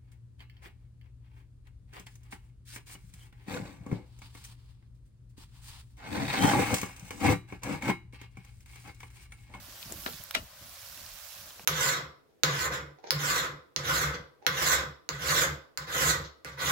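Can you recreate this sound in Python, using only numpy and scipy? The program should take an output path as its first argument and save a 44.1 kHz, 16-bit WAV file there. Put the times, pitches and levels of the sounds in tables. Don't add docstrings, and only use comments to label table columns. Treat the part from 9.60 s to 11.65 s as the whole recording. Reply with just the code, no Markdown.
import sys
import numpy as np
from scipy import signal
from scipy.fft import rfft, irfft
from scipy.io import wavfile
from scipy.ndimage import uniform_filter1d

SR = 44100
rng = np.random.default_rng(int(sys.argv[2]) if len(sys.argv) > 2 else 0)


def linear_from_db(decibels):
    return 10 ** (np.asarray(decibels, float) / 20)


def inscribe(sig):
    pcm = np.round(np.clip(np.atleast_2d(sig).T, -1, 1) * 32767)
    wavfile.write(sys.argv[1], SR, pcm.astype(np.int16))


N = 90404
HISS_EDGE_HZ = 15800

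# f/Hz, density/dB per Hz
WASH_COLOUR = [(300, -39), (490, -17), (545, 1), (860, -10.5), (1080, -4), (2460, -11.5), (3210, -10.5),
               (9200, -14.5), (15700, -14.5)]
# f/Hz, likeness/1
WASH_ALIKE = [(60, 0.83), (240, 0.56), (950, 0.94), (3770, 0.071), (15000, -1.3)]
# t/s, level/dB
FLUTTER_LEVEL = [(0, -58), (.12, -57.5), (.23, -65), (.27, -54), (.6, -55.5), (.72, -62), (.78, -53.5),
                 (.862, -51), (.875, -63.5), (.98, -63), (1.04, -59), (1.14, -62.5), (1.35, -61.5),
                 (1.46, -60.5), (1.56, -62), (1.64, -69), (1.8, -65), (1.93, -59), (2.05, -58)]
# f/Hz, density/dB per Hz
FLUTTER_COLOUR = [(12, -35), (30, -12.5), (74, 0.5), (290, -20.5), (317, -19.5), (400, -23), (480, -25),
                  (600, -55), (920, -120)]
# t/s, peak/dB, centre f/Hz, length/s
PUFFS = [(0.082, -49.5, 210, 0.021), (0.254, -44.5, 93.5, 0.041), (0.301, -42.5, 241, 0.057),
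         (0.326, -50.5, 550, 0.047), (0.357, -45.5, 94.2, 0.012), (0.385, -61, 70.0, 0.054),
         (0.482, -41.5, 480, 0.019), (0.291, -47, 1130, 0.03), (1.464, -51, 40, 0.14),
         (1.419, -55, 66, 0.06), (1.778, -52, 68, 0.098), (0.498, -44, 68.6, 0.031),
         (0.534, -43.5, 99, 0.0313), (0.595, -45.5, 73.6, 0.025), (0.763, -41.5, 250, 0.033),
         (0.803, -41.5, 70, 0.036), (0.824, -43, 100, 0.028), (1.007, -49, 112, 0.043),
         (2.027, -51, 74.4, 0.029)]
# t/s, peak/dB, ring f/Hz, dull knock/dB, left-right/dB
TICKS = [(.2274, -35.5, 4060, -64, 6), (.3217, -28, 7300, -42, 6), (.5325, -35.5, 3600, -53, -6),
         (.6374, -27.5, 14800, -62, 2), (.7088, -31, 3700, -46, -4.5), (1.0933, -51, 5200, -60, -2),
         (1.218, -42, 7550, -63, 0), (1.325, -43, 8500, -60, -3), (1.3736, -41, 2700, -52, 1),
         (1.4017, -48, 4620, -56, -7), (1.4621, -37, 5200, -51, 4), (1.906, -42.5, 3150, -43.5, -3),
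         (1.9945, -42.5, 2620, -41, -6)]
# t/s, peak/dB, ring f/Hz
SPARKS = [
    (.7083, -29, 13300),
    (.7087, -33.5, 2300),
    (1.0925, -39, 11000),
    (1.374, -38, 11000),
    (1.4017, -43, 13500),
    (.2274, -40, 2500),
    (.7482, -27, 11500),
    (.7482, -34, 14000),
    (.3217, -35, 13500),
]
# t/s, peak/dB, ring f/Hz, left-right/dB, right lag/ms
SNAPS = [(0.228, -35.5, 3200, 9, 0.43), (.298, -41.5, 594, 0, 0.44), (.308, -42, 1500, 0, 0.44),
         (.315, -43, 700, 2, .4), (0.3224, -36.5, 600, 0, 0.44), (.3228, -30, 11500, 7, .3),
         (.339, -43, 800, 2, .4), (0.4647, -35, 484, 4, 0.41), (0.4694, -41.5, 420, 1, 0.54),
         (.478, -41, 700, 5, 0.48), (.6378, -33, 13000, -1, .05), (.6378, -42, 8100, 4, .05),
         (1.3745, -40, 5460, -5, 0.054), (1.4625, -42, 2800, 2, .05), (2.0024, -46.5, 196, 1, .05),
         (0.4616, -27, 1440, 3, 0.36), (.4628, -28, 3980, 9, 0.57), (.4622, -30, 3000, 7, .45),
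         (.4640, -37, 303, 2, .45), (0.465, -32, 1350, 2, 0.47), (0.4658, -31, 2120, 9, .45),
         (.478, -31, 3800, 6, 0.4), (.508, -40, 3020, 5, 0.29), (0.7095, -34, 1370, -2, .05),
         (0.7099, -33.5, 2920, -2, .05), (0.7097, -30.5, 5700, -3, 0.054), (.7099, -38, 15200, -3, 0.057),
         (.7101, -38, 8700, 7, 0.044), (0.7483, -22.5, 3700, 3, 0.54), (.7487, -26.5, 7000, 3, .45),
         (.7494, -25, 2050, -4, 0.41), (0.7497, -28, 1410, -8, .45), (0.7519, -20, 2250, 4, 0.4),
         (.7565, -27.5, 674, -2, 0.42), (.765, -32, 3900, 11, 0.38), (.768, -37, 250, 4, 0.71),
         (.788, -48, 700, 1, 0.38), (.792, -41, 208, 5, 0.23), (1.9952, -41, 845, -2, 0.062),
         (1.9954, -44, 2640, -7, .05), (1.9948, -47.5, 1700, -2, .05), (2.0018, -47, 397, -1.5, .05)]
# t/s, peak/dB, tail under crack/dB, left-right/dB, late splinter/dB
SPLITS = [
    (0.4603, -25, -3.5, 1, -11),
    (.7482, -15.5, -9, 2.5, 1),
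]
# f/Hz, gain/dB
FIRST_COLOUR = [(71, -19), (120, -25), (336, -7), (1800, -2.5), (2080, -11.5), (3330, -4), (6860, -16.5),
                (9000, -21), (11700, -51), (19800, -120)]
# f/Hz, width/Hz, level/dB
FIRST_MODES = [(245, 32, 7.5), (440, 130, 1.5), (1360, 120, 4.5), (1990, 160, -0.5), (3600, 240, 3)]
# f/Hz, gain/dB
SECOND_COLOUR = [(150, -23), (480, -31), (640, -8.5), (1000, -16.5), (1700, -12), (2100, -5.5),
                 (3900, -9.5), (6000, -21), (9000, -27), (16000, -55)]
# f/Hz, width/Hz, level/dB
SECOND_MODES = [(654, 30, 5), (1370, 70, 12), (2010, 110, 4), (2290, 32, -14), (3830, 79, 11),
                (4100, 19, -17), (5080, 110, 7)]
# f/Hz, T60/s
SPLIT_TAIL = [(200, 0.22), (530, 0.25), (1390, 0.13), (3680, 0.12), (9700, 0.17)]
# t/s, level/dB, left-right/dB, top fizz/dB
FRY_LEVEL = [(0, -53, -7, 3.5), (.18, -47, -0.5, 2), (.33, -47.5, -5, 5), (.45, -45.5, -4.5, 6.5),
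             (.56, -46, -5.5, 3.5), (.68, -51, -6, 1), (.8, -54, -3, 4.5), (.92, -55.5, 2, 2),
             (1.05, -50.5, -3, 3.5), (1.27, -47, -4, 2.5), (1.5, -47.5, -5.5, 2), (1.75, -47, -6, 3.5),
             (1.88, -48.5, -3.5, 3), (1.94, -51.5, -3, 2.5), (2.05, -52.5, 0, 2.5)]
# f/Hz, density/dB per Hz
FRY_COLOUR = [(400, -37), (600, -17), (767, -6.5), (1340, -4.5), (1460, -2), (1970, -4), (5560, 0.5),
              (9220, -7), (15700, -4)]


def evened(x):
    return x / np.sqrt(np.mean(x ** 2) + 1e-20)


def peaked(x):
    return x / abs(x).max()


def read(points, hz):
    f_hz, value = np.transpose(points)
    return np.interp(np.log(hz + 1), np.log(f_hz + 1), value)


def add(mix, s, sound):
    part = mix[:, round(s * SR):][:, :sound.shape[1]]
    part += sound[:, :part.shape[1]]


def panned(pan_db):
    return linear_from_db(np.array([pan_db / 2, -pan_db / 2]))


def under(x, edge_hz):
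    taps = signal.firwin(1023, edge_hz, window=("kaiser", 10), fs=SR)
    return signal.oaconvolve(x, taps[None], "same")


def resonate(x, hz, width_hz):
    r = np.exp(-np.pi * width_hz / SR)
    turn = 2 * np.pi * min(hz, HISS_EDGE_HZ) / SR
    return signal.lfilter([1, 0, -1], [1, -2 * r * np.cos(turn), r * r], x)


def coloured(x, gain_db):
    cepstrum = irfft(np.log(linear_from_db(gain_db) + 1e-5))
    causal = cepstrum * np.r_[1, 2 * np.ones(1023), 1, np.zeros(1023)]
    response = irfft(np.exp(rfft(causal)))
    return signal.oaconvolve(x, response[None], axes=1)[:, :x.shape[1]]


def noise(colour, alike, patch_db, size):
    hz = np.fft.rfftfreq(size, 1 / SR)
    frames = 4 * N // size + 5
    a, b, c, d, patch = rng.standard_normal((frames, len(hz), 5)).T
    patch = uniform_filter1d(patch, size=10, axis=0)
    patch = evened(uniform_filter1d(patch, size=6, axis=1))
    same = np.clip(alike(hz), -1, 1)[:, None]
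    left = a + 1j * b
    right = same * left + np.sqrt(1 - same ** 2) * (c + 1j * d)
    z = np.array([left, right]) * linear_from_db(read(colour, hz)[:, None] + patch_db * patch)
    return evened(signal.istft(z, nperseg=size, noverlap=3 * size // 4)[1][:, :N])


def wash():
    level_db = -55
    return linear_from_db(level_db) * noise(WASH_COLOUR, lambda hz: read(WASH_ALIKE, hz), 0.78, size=1024)


def flutter():
    alike, lump_db, evening = 0.87, 4, 0.41
    s, db = np.transpose(FLUTTER_LEVEL)
    rumble = noise(FLUTTER_COLOUR, lambda hz: alike + 0 * hz, lump_db, size=2048)
    power = abs(uniform_filter1d((rumble ** 2).mean(0), size=2000)) + .05
    rumble = evened(rumble / power ** (evening / 2))
    return rumble * linear_from_db(np.interp(np.arange(N) / SR, s, db))


def puff(s, db, hz, length_s):
    width_hz, rise = 0.62 * hz, 0.23
    w = rng.standard_normal((3, 6000))
    u = np.arange(6000) / SR / max(length_s, .008)
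    body = resonate(w[0] + 0.2 * w[1:], hz, width_hz)
    body = resonate(body, hz, 2 * width_hz)[:, ::-1]
    body = body * np.minimum(u / rise, 1) * np.cos(np.pi / 2 * np.clip(u, 0, 1))
    return s, linear_from_db(db) * peaked(body)


def tick(s, db, hz, knock_db=-80, pan_db=-2):
    snap_t60_s, echo_db, echo_t60_s, knock_t60_s = 0.0053, -32, 0.058, 0.014
    knock_hz, knock_width_hz = 800, 1000
    t = np.arange(3000) / SR
    w = rng.standard_normal((5, len(t)))
    fall = linear_from_db(-60 * t / snap_t60_s) + linear_from_db(echo_db - 60 * t / echo_t60_s)
    fall = np.minimum(t / 0.0018, 1) ** 2 * fall
    bright = resonate((w[0] + 0.91 * w[1:3]) * fall, hz, 0.19 * hz)
    bright = resonate(bright, hz, 0.39 * hz)
    knock = (w[3] + 0.5 * w[1:3]) * np.minimum(t / 0.0009, 1) * linear_from_db(-60 * t / knock_t60_s)
    knock = resonate(knock, knock_hz, knock_width_hz)
    knock = resonate(knock, knock_hz, 2 * knock_width_hz)
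    both = linear_from_db(db) * peaked(bright) + linear_from_db(knock_db) * peaked(knock)
    return s, both * panned(pan_db)[:, None]


def snap(s, db, hz, pan_db, lag_ms):
    width_hz = 460 * np.sqrt(hz / 1000)
    t = np.maximum(np.arange(2000) / SR - np.array([[0], [lag_ms / 1000]]), 0)
    fall = np.pi * width_hz * t
    ring = fall * np.exp(1 - fall) * np.sin(2 * np.pi * hz * t)
    return s, linear_from_db(db) * ring * panned(pan_db)[:, None]


def split(row, colour, modes):
    creak_s, creak_db = .012, [[-37], [-6]]
    crack_s, crack_t60_s, ring_db = .0045, 0.011, -6
    after_s, after_db, after_hz, after_t60_s = .02, -20, 2910, 0.09
    right_lag_s = .00045
    s, db, tail_db, pan_db, splinter_db = row
    t = np.arange(8192) / SR - creak_s
    w = rng.standard_normal((8, len(t)))

    creak = w[6:] * linear_from_db(splinter_db) * linear_from_db(creak_db) * np.clip(1 + t / creak_s, 0, 1) * (t < .002)
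    crack_fall = linear_from_db(-60 * np.maximum(t - crack_s, 0) / crack_t60_s)
    crack = (w[0] + 0.84 * w[1:3]) * np.clip(t / 0.00099, 0, 1) ** 2 * crack_fall
    f_hz, u, z = signal.stft(w[3] + 1.9 * w[4:6], SR, nperseg=128)
    tail_t60_s = np.maximum(read(SPLIT_TAIL, f_hz), .02)[:, None]
    z = z * linear_from_db(-60 * np.maximum(u - creak_s, 0) / tail_t60_s)
    tail = signal.istft(z, SR, nperseg=128)[1][:, :len(t)]
    drive = creak + crack + linear_from_db(tail_db) * tail * np.clip(t / 0.013, 0, 1)

    ring = sum(linear_from_db(mode_db) * evened(resonate(drive, hz, width_hz)) for hz, width_hz, mode_db in modes)
    tear = coloured(drive, read(colour, np.fft.rfftfreq(2048, 1 / SR)))
    sound = evened(tear) + linear_from_db(ring_db) * evened(ring)

    late = np.maximum(t - after_s, 0)
    splinter = np.sin(2 * np.pi * after_hz * late)
    splinter = splinter * linear_from_db(after_db + splinter_db - 60 * late / after_t60_s)
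    sound = peaked(sound) + splinter * linear_from_db([[0], [-8]])
    sound = np.array([sound[0], np.roll(sound[1], round(right_lag_s * SR))])
    return s - creak_s, linear_from_db(db + 3.0) * sound * panned(pan_db)[:, None]


def fry():
    spits_per_s, spread_db, alike = 3500, 4, 0.3
    steam_db, patch_db, fizz_hz = 2, 2.5, 10000
    t = np.arange(N) / SR
    s, db, pan_db, top_db = np.transpose(FRY_LEVEL)

    size = linear_from_db(spread_db * np.minimum(rng.exponential(1, (3, N)), 5))
    struck = rng.random((3, N)) < spits_per_s / SR
    spits = size * struck * rng.choice([-1., 1.], (3, N))
    spits = spits[:2] + alike * spits[2]
    spits = coloured(spits, read(FRY_COLOUR, np.fft.rfftfreq(2048, 1 / SR)))
    steam = noise(FRY_COLOUR, lambda hz: alike + 0 * hz, patch_db, size=512)
    hiss = evened(evened(spits) + linear_from_db(steam_db) * steam)

    low = under(hiss, fizz_hz)
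    fizzed = low + (hiss - low) * linear_from_db(np.interp(t, s, top_db))
    return fizzed * linear_from_db(np.interp(t, s, db)) * panned(np.interp(t, s, pan_db))


def scene():
    mix = under(fry() + flutter() + wash(), HISS_EDGE_HZ)
    for row in PUFFS:
        add(mix, *puff(*row))
    for row in TICKS + SPARKS:
        add(mix, *tick(*row))
    for row, colour, modes in zip(SPLITS, (FIRST_COLOUR, SECOND_COLOUR), (FIRST_MODES, SECOND_MODES)):
        add(mix, *split(row, colour, modes))
    for row in SNAPS:
        add(mix, *snap(*row))
    return mix


def low_pass(x):
    return signal.sosfilt(signal.butter(12, 17020, fs=SR, output="sos"), x)


def record(dry):
    edge_hz = 16800
    finished = under(dry, edge_hz)
    return low_pass(finished)


dry = scene()
out = record(dry)
inscribe(out)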